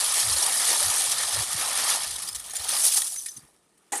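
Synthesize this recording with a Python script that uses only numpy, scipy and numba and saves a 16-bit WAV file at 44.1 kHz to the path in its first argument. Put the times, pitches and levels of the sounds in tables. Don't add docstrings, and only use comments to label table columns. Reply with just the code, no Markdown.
import sys
import numpy as np
from scipy import signal
from scipy.fft import rfft, irfft
from scipy.io import wavfile
from scipy.ndimage import uniform_filter1d
from numba import njit

SR = 44100
rng = np.random.default_rng(int(sys.argv[2]) if len(sys.argv) > 2 else 0)


def inscribe(sig):
    pcm = np.round(np.clip(np.atleast_2d(sig).T, -1, 1) * 32767)
    wavfile.write(sys.argv[1], SR, pcm.astype(np.int16))


N = 176400

# (time [s], tinkle level [dB], tinkle low-part gain [dB], slush level [dB])
STIR = [(0, -24.5, 1.5, -38.5), (0.45, -23, 0.5, -34.5), (0.58, -25, 0.5, -38.5), (0.7, -21.5, 1, -31.5),
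        (0.95, -23.5, -1, -36), (1.2, -27.5, 3.5, -38.5), (1.45, -30, 2, -40.5), (1.65, -27.5, 1.5, -34),
        (1.92, -26, 3.5, -33.5), (2.08, -32, 2.5, -44), (2.3, -38.5, -0.5, -49.5), (2.48, -42, 1, -52),
        (2.63, -35.5, 2, -46), (2.72, -28.5, 3.5, -36.5), (2.86, -18, -6.5, -40.5), (2.91, -27, 2, -48.5),
        (2.97, -21, -8, -42.5), (3.03, -29.5, -2, -47), (3.12, -32.5, -5.5, -54.5), (3.31, -44.5, -9, -66),
        (3.451, -61.5, -1, -64.5), (3.65, -71, 3, -72)]
# (time [s], length [s], base level [dB], leading pitch [Hz])
CLINKS = [(0.362, 0.014, -19, 4350), (0.421, 0.015, -19.5, 5600), (0.462, 0.0038, -17.5, 9010),
          (0.744, 0.0066, -22.5, 9080), (1.887, 0.0075, -23, 6820), (2.033, 0.0029, -25, 5330),
          (2.107, 0.0072, -27.5, 9110), (2.157, 0.0071, -26.5, 3820), (2.183, 0.0077, -28, 10200),
          (2.221, 0.017, -30.5, 9000), (2.274, 0.0055, -28.5, 4760), (2.285, 0.0068, -25.5, 5030),
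          (2.327, 0.0037, -30, 5200), (2.347, 0.016, -27.5, 7700), (2.396, 0.0066, -31, 9030),
          (2.506, 0.005, -30.5, 6530), (2.534, 0.002, -29, 9210), (2.553, 0.01, -26.5, 9780),
          (2.564, 0.0052, -22.5, 7200), (2.596, 0.0032, -30, 4200), (2.618, 0.002, -36, 5560),
          (2.685, 0.012, -19.5, 9080), (2.84, 0.022, -19, 8850), (2.935, 0.016, -21, 10400),
          (2.962, 0.023, -19, 9410), (3.017, 0.0042, -20, 9370), (3.16, 0.0046, -27, 9250),
          (3.258, 0.0032, -45, 4020), (3.26, 0.0042, -26.5, 10100), (3.263, 0.02, -41, 1800),
          (3.284, 0.004, -34, 5200), (3.369, 0.0084, -37.5, 9030), (3.388, 0.006, -50, 4750),
          (3.775, 0.008, -56.5, 8930)]
# (time [s], level [dB])
BOUNCES = [(3.172, -25), (3.185, -22.5), (3.212, -29), (3.29, -26.5), (3.316, -34), (3.366, -30)]
# (time [s], level [dB])
RAPS = [(2.536, -35.5), (2.599, -41), (2.654, -33), (2.975, -29.5), (3.927, -28), (3.933, -19),
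        (3.947, -27), (3.961, -29)]
# (frequency [Hz], level re rap [dB])
BLADE_MODES = [(470, -11), (790, 0.5), (1850, -6)]
# (start [s], length [s], base level [dB], reference frequency [Hz])
THUMPS = [(0.21, 0.19, -41, 72.6), (0.828, .1, -43.5, 77.8), (1.32, 0.12, -38, 74),
          (1.537, 0.038, -41.5, 105.2), (2.008, 0.176, -51.5, 70), (2.277, 0.17, -53, 61.5),
          (2.579, 0.047, -48, 64.95), (3.356, 0.045, -51, 139.7), (3.41, 0.051, -57, 131)]
# (frequency [Hz], gain [dB])
ICE = [(400, -21), (798, -8.5), (1090, -10), (1230, -6), (1600, -14), (1800, -6), (2050, -12.5),
       (2280, -9.5), (2620, -13), (3320, -5.5), (6130, -3.5), (7300, -5.5), (9100, 2), (10900, -0.5),
       (12300, -11.5), (12700, -25), (15500, -28.5)]
DIP = [(100, -47), (260, -10.5), (1700, -9.5), (5310, -15.5), (9010, -5.5), (12200, -15.5), (13000, -48)]
WIND = [(30, -28), (60, 1), (110, -2.5), (250, -11.5)]
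LAKE = [(40, -44.5), (200, -6.5), (420, -6), (650, -15), (5250, -35), (9110, -17), (12000, -56)]

SPLIT_HZ, TOP_HZ = 2500, 15400
BIGGEST_DB = 11
KNOCK_SPREAD_DB, RUSTLE_DB, CRACK_DB = 4.5, -5, -2.5
ROD_BASE_T60_S, CRACK_DECAY_S = 0.024, 0.00096
CLINK_MEAN_T60_S, LEAD_DB, OTHERS_DB = 0.035, -3, -5
LEAD_SPREAD = 0.05
RATTLE_DB, RATTLE_RISE_S, RATTLE_RELEASE_S = -5, 0.001, 0.0019
BOUNCE_HZ, BOUNCE_T60_S = 6100, 0.041
TOP_BOOST_START_S, TOP_BOOST_HZ, TOP_BOOST_DB = 2.25, 12180, 14
BUBBLE_HALF_T60_CYCLES, BUBBLE_GLIDE, SLOSH_DB = 8.8, 0.22, 3.5
DIP_START_S, DIP_DB, DIP_RISE_S, DIP_T60_S = 3.921, -24.5, 0.011, 0.32
BLADE_T60_S = 0.043
WIND_DB, WIND_DROP_S, WIND_FADE_S = -59.5, 2.89, 0.3
LAKE_DB = -68.5


def undb(db):
    return 10 ** (np.asarray(db) / 20)


def unit(x):
    return x / np.sqrt(np.mean(x ** 2))


def colour(x, points):
    hz, db = np.array(points, float).T
    bin_hz = np.arange(1, 2050) * SR / 4096
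    log_gain = np.interp(np.log(bin_hz), np.log(hz), db) * np.log(10) / 20
    cepstrum = irfft(log_gain)
    cepstrum[1:2048] *= 2
    cepstrum[2049:] = 0
    impulse = irfft(np.exp(rfft(cepstrum)))
    return signal.fftconvolve(x, impulse)[:len(x)]


def band(x, lo_hz, hi_hz):
    return signal.sosfilt(signal.butter(2, [lo_hz, hi_hz], "bandpass", fs=SR, output="sos"), x)


@njit
def ring(n, start_s, hz, t60_s, size, glide, sr):
    out = np.zeros(n)
    for k in range(len(start_s)):
        first = int(start_s[k] * sr)
        m = int(t60_s[k] * sr) + 2
        step = np.exp(2j * np.pi * hz[k] / sr - np.log(1000) / (t60_s[k] * sr))
        turn = np.exp(2j * np.pi * hz[k] * glide / sr / m)
        z, rise = size[k] + 0j, 0.
        for i in range(max(first, 0), min(first + m, n)):
            rise += (1 - rise) * 40 / m
            out[i] += z.imag * rise
            z *= step
            step *= turn
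    return out


def walk(rate_hz):
    k = int(SR / rate_hz)
    held = np.repeat(rng.standard_normal(N // k + 1), k)
    return 1.206 * uniform_filter1d(uniform_filter1d(held, k), k)[:N]


def flicker(points, lo_hz, count, own_db, rate_hz):
    edges_hz = lo_hz * 2 ** (np.arange(count + 1) / 2)
    total = np.zeros(N)
    for lo, hi in zip(edges_hz, edges_hz[1:]):
        noise = band(rng.standard_normal(N), lo, min(hi, 0.49 * SR))
        total += undb(own_db * walk(rate_hz)) * noise
    return colour(total, points)


def tinkle(jostle, count=16000):
    start_s = rng.random(count) * N / SR
    size = undb(np.minimum(rng.exponential(KNOCK_SPREAD_DB, count), BIGGEST_DB))
    hz = 2400 + 10400 * rng.random(count)
    t60_s = ROD_BASE_T60_S * (0.33 + 1.84 * rng.random(count))
    rings = ring(N, start_s, hz, t60_s, size, 0., float(SR))
    crack_env = np.zeros(N)
    crack_env[(start_s[::6] * SR).astype(int)] = np.sqrt(size[::6])
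    decay = np.exp(-np.arange(512) / SR / CRACK_DECAY_S)
    cracks = signal.fftconvolve(crack_env, decay)[:N] * rng.standard_normal(N)
    cracks = band(colour(cracks, ICE), SPLIT_HZ, TOP_HZ)
    rustle = band(colour(rng.standard_normal(N), ICE), SPLIT_HZ, TOP_HZ)
    knocks = unit(colour(rings, ICE)) + undb(CRACK_DB) * unit(cracks)
    mix = unit(unit(knocks) + undb(RUSTLE_DB) * unit(rustle))
    return mix * undb(1.15 * jostle + 0.96 * walk(150))


def clinks(count=8):
    s, length_s, db, lead_hz = np.array(CLINKS).T[:, :, None]
    shape = len(s), count
    index = np.arange(count)
    leads = index < 3
    start_s = s + length_s * np.where(index == 0, 0, rng.random(shape))
    place = rng.random(shape)
    hz = np.where(leads, lead_hz * (1 + LEAD_SPREAD * (place - 0.5)), 1700 + 10000 * place)
    ice_db = np.interp(hz, *np.array(ICE).T)
    size = undb(db + np.where(leads, LEAD_DB, OTHERS_DB + ice_db))
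    t60_s = CLINK_MEAN_T60_S * (0.5 + rng.random(shape))
    return ring(N, start_s.ravel(), hz.ravel(), t60_s.ravel(), size.ravel(), 0., float(SR))


def rattle(t):
    push = np.zeros(N)
    for start_s, length_s, db, _ in CLINKS:
        age = np.maximum(t - start_s, 0)
        rise = 1 - np.exp(-age / RATTLE_RISE_S)
        release = np.exp(-np.maximum(age - length_s, 0) / RATTLE_RELEASE_S)
        push += undb(db) * rise * release
    noise = unit(flicker(ICE, 1380, count=7, own_db=2.5, rate_hz=78))
    return undb(RATTLE_DB) * push * noise * undb(2.0 * walk(400))


def bounces():
    s, db = np.array(BOUNCES).T
    hz = BOUNCE_HZ * (1 + 0.0084 * rng.standard_normal(len(s)))
    return ring(N, s, hz, np.full(len(s), BOUNCE_T60_S), undb(db), 0., float(SR))


def ice_rods(t, jostle):
    s, tinkle_db, lower_db, _ = np.array(STIR).T
    rods = tinkle(jostle)
    lower_gain = undb(np.interp(t, s, lower_db))
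    rods = rods + (lower_gain - 1) * band(rods, 1200, 6800)
    rods = rods * undb(np.interp(t, s, tinkle_db))
    rods = rods + clinks() + rattle(t) + bounces()
    top = band(band(rods, TOP_BOOST_HZ, TOP_HZ), TOP_BOOST_HZ, TOP_HZ)
    return rods + (t > TOP_BOOST_START_S) * undb(TOP_BOOST_DB) * top


def slush(t, jostle, count=1600):
    start_s = rng.random(count) * N / SR
    size = undb(np.minimum(rng.exponential(3.8, count), BIGGEST_DB))
    hz = 350 + 2300 * rng.random(count)
    t60_s = BUBBLE_HALF_T60_CYCLES / hz * 2
    bubbles = ring(N, start_s, hz, t60_s, size, BUBBLE_GLIDE, float(SR))
    slosh = band(flicker(ICE, 198.2, count=8, own_db=3.0, rate_hz=30), 150, SPLIT_HZ)
    mix = unit(unit(colour(bubbles, ICE)) + undb(SLOSH_DB) * unit(slosh))
    s, _, _, slush_db = np.array(STIR).T
    return mix * undb(1.4 * jostle) * undb(np.interp(t, s, slush_db))


def dip(t):
    age = np.maximum(t - DIP_START_S, 0)
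    onset = (t > DIP_START_S) * (1 - 0.5 * np.exp(-age / DIP_RISE_S))
    decay = undb(-60 * age / DIP_T60_S)
    splash = flicker(DIP, 90.6, count=15, own_db=-4.5, rate_hz=77) * undb(2 * walk(160))
    return unit(splash) * onset * decay * undb(DIP_DB)


def blade():
    s, db = np.array(RAPS).T[:, :, None]
    mode_hz, mode_db = np.array(BLADE_MODES).T
    hz = mode_hz * (1 + 0.045 * rng.standard_normal((len(s), len(mode_hz))))
    start_s = s + np.zeros_like(hz)
    t60_s = np.full(hz.size, BLADE_T60_S)
    return ring(N, start_s.ravel(), hz.ravel(), t60_s, undb(db + mode_db).ravel(), 0., float(SR))


def wind(t):
    out = unit(flicker(WIND, 20.1, count=10, own_db=-3.5, rate_hz=6.4)) * undb(WIND_DB)
    out = out / (1 + np.exp((t - WIND_DROP_S) / WIND_FADE_S))
    for start_s, length_s, db, hz in THUMPS:
        x = np.clip((t - start_s) / length_s, 0, 1)
        swing_hz = hz * (1.25 - 0.57 * x + 0.3 * walk(60))
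        swing = np.sin(2 * np.pi * np.cumsum(swing_hz) / SR)
        buffet = unit(band(rng.standard_normal(N), 0.64 * hz, 1.8 * hz))
        out = out + undb(db) * np.sin(np.pi * x ** 1.12) * (swing + hz / 170 * buffet)
    return band(out, 42, 600)


def lake():
    return unit(flicker(LAKE, 30, count=18, own_db=0.5, rate_hz=12)) * undb(LAKE_DB)


def scene():
    t = np.arange(N) / SR
    jostle = walk(34.97)
    ice = ice_rods(t, jostle) + slush(t, jostle)
    return (ice + dip(t) + blade() + wind(t) + lake())[None]


def record(dry):
    return signal.sosfilt(signal.ellip(10, 0.2, 80, TOP_HZ, fs=SR, output="sos"), dry)


dry = scene()
out = record(dry)
inscribe(out)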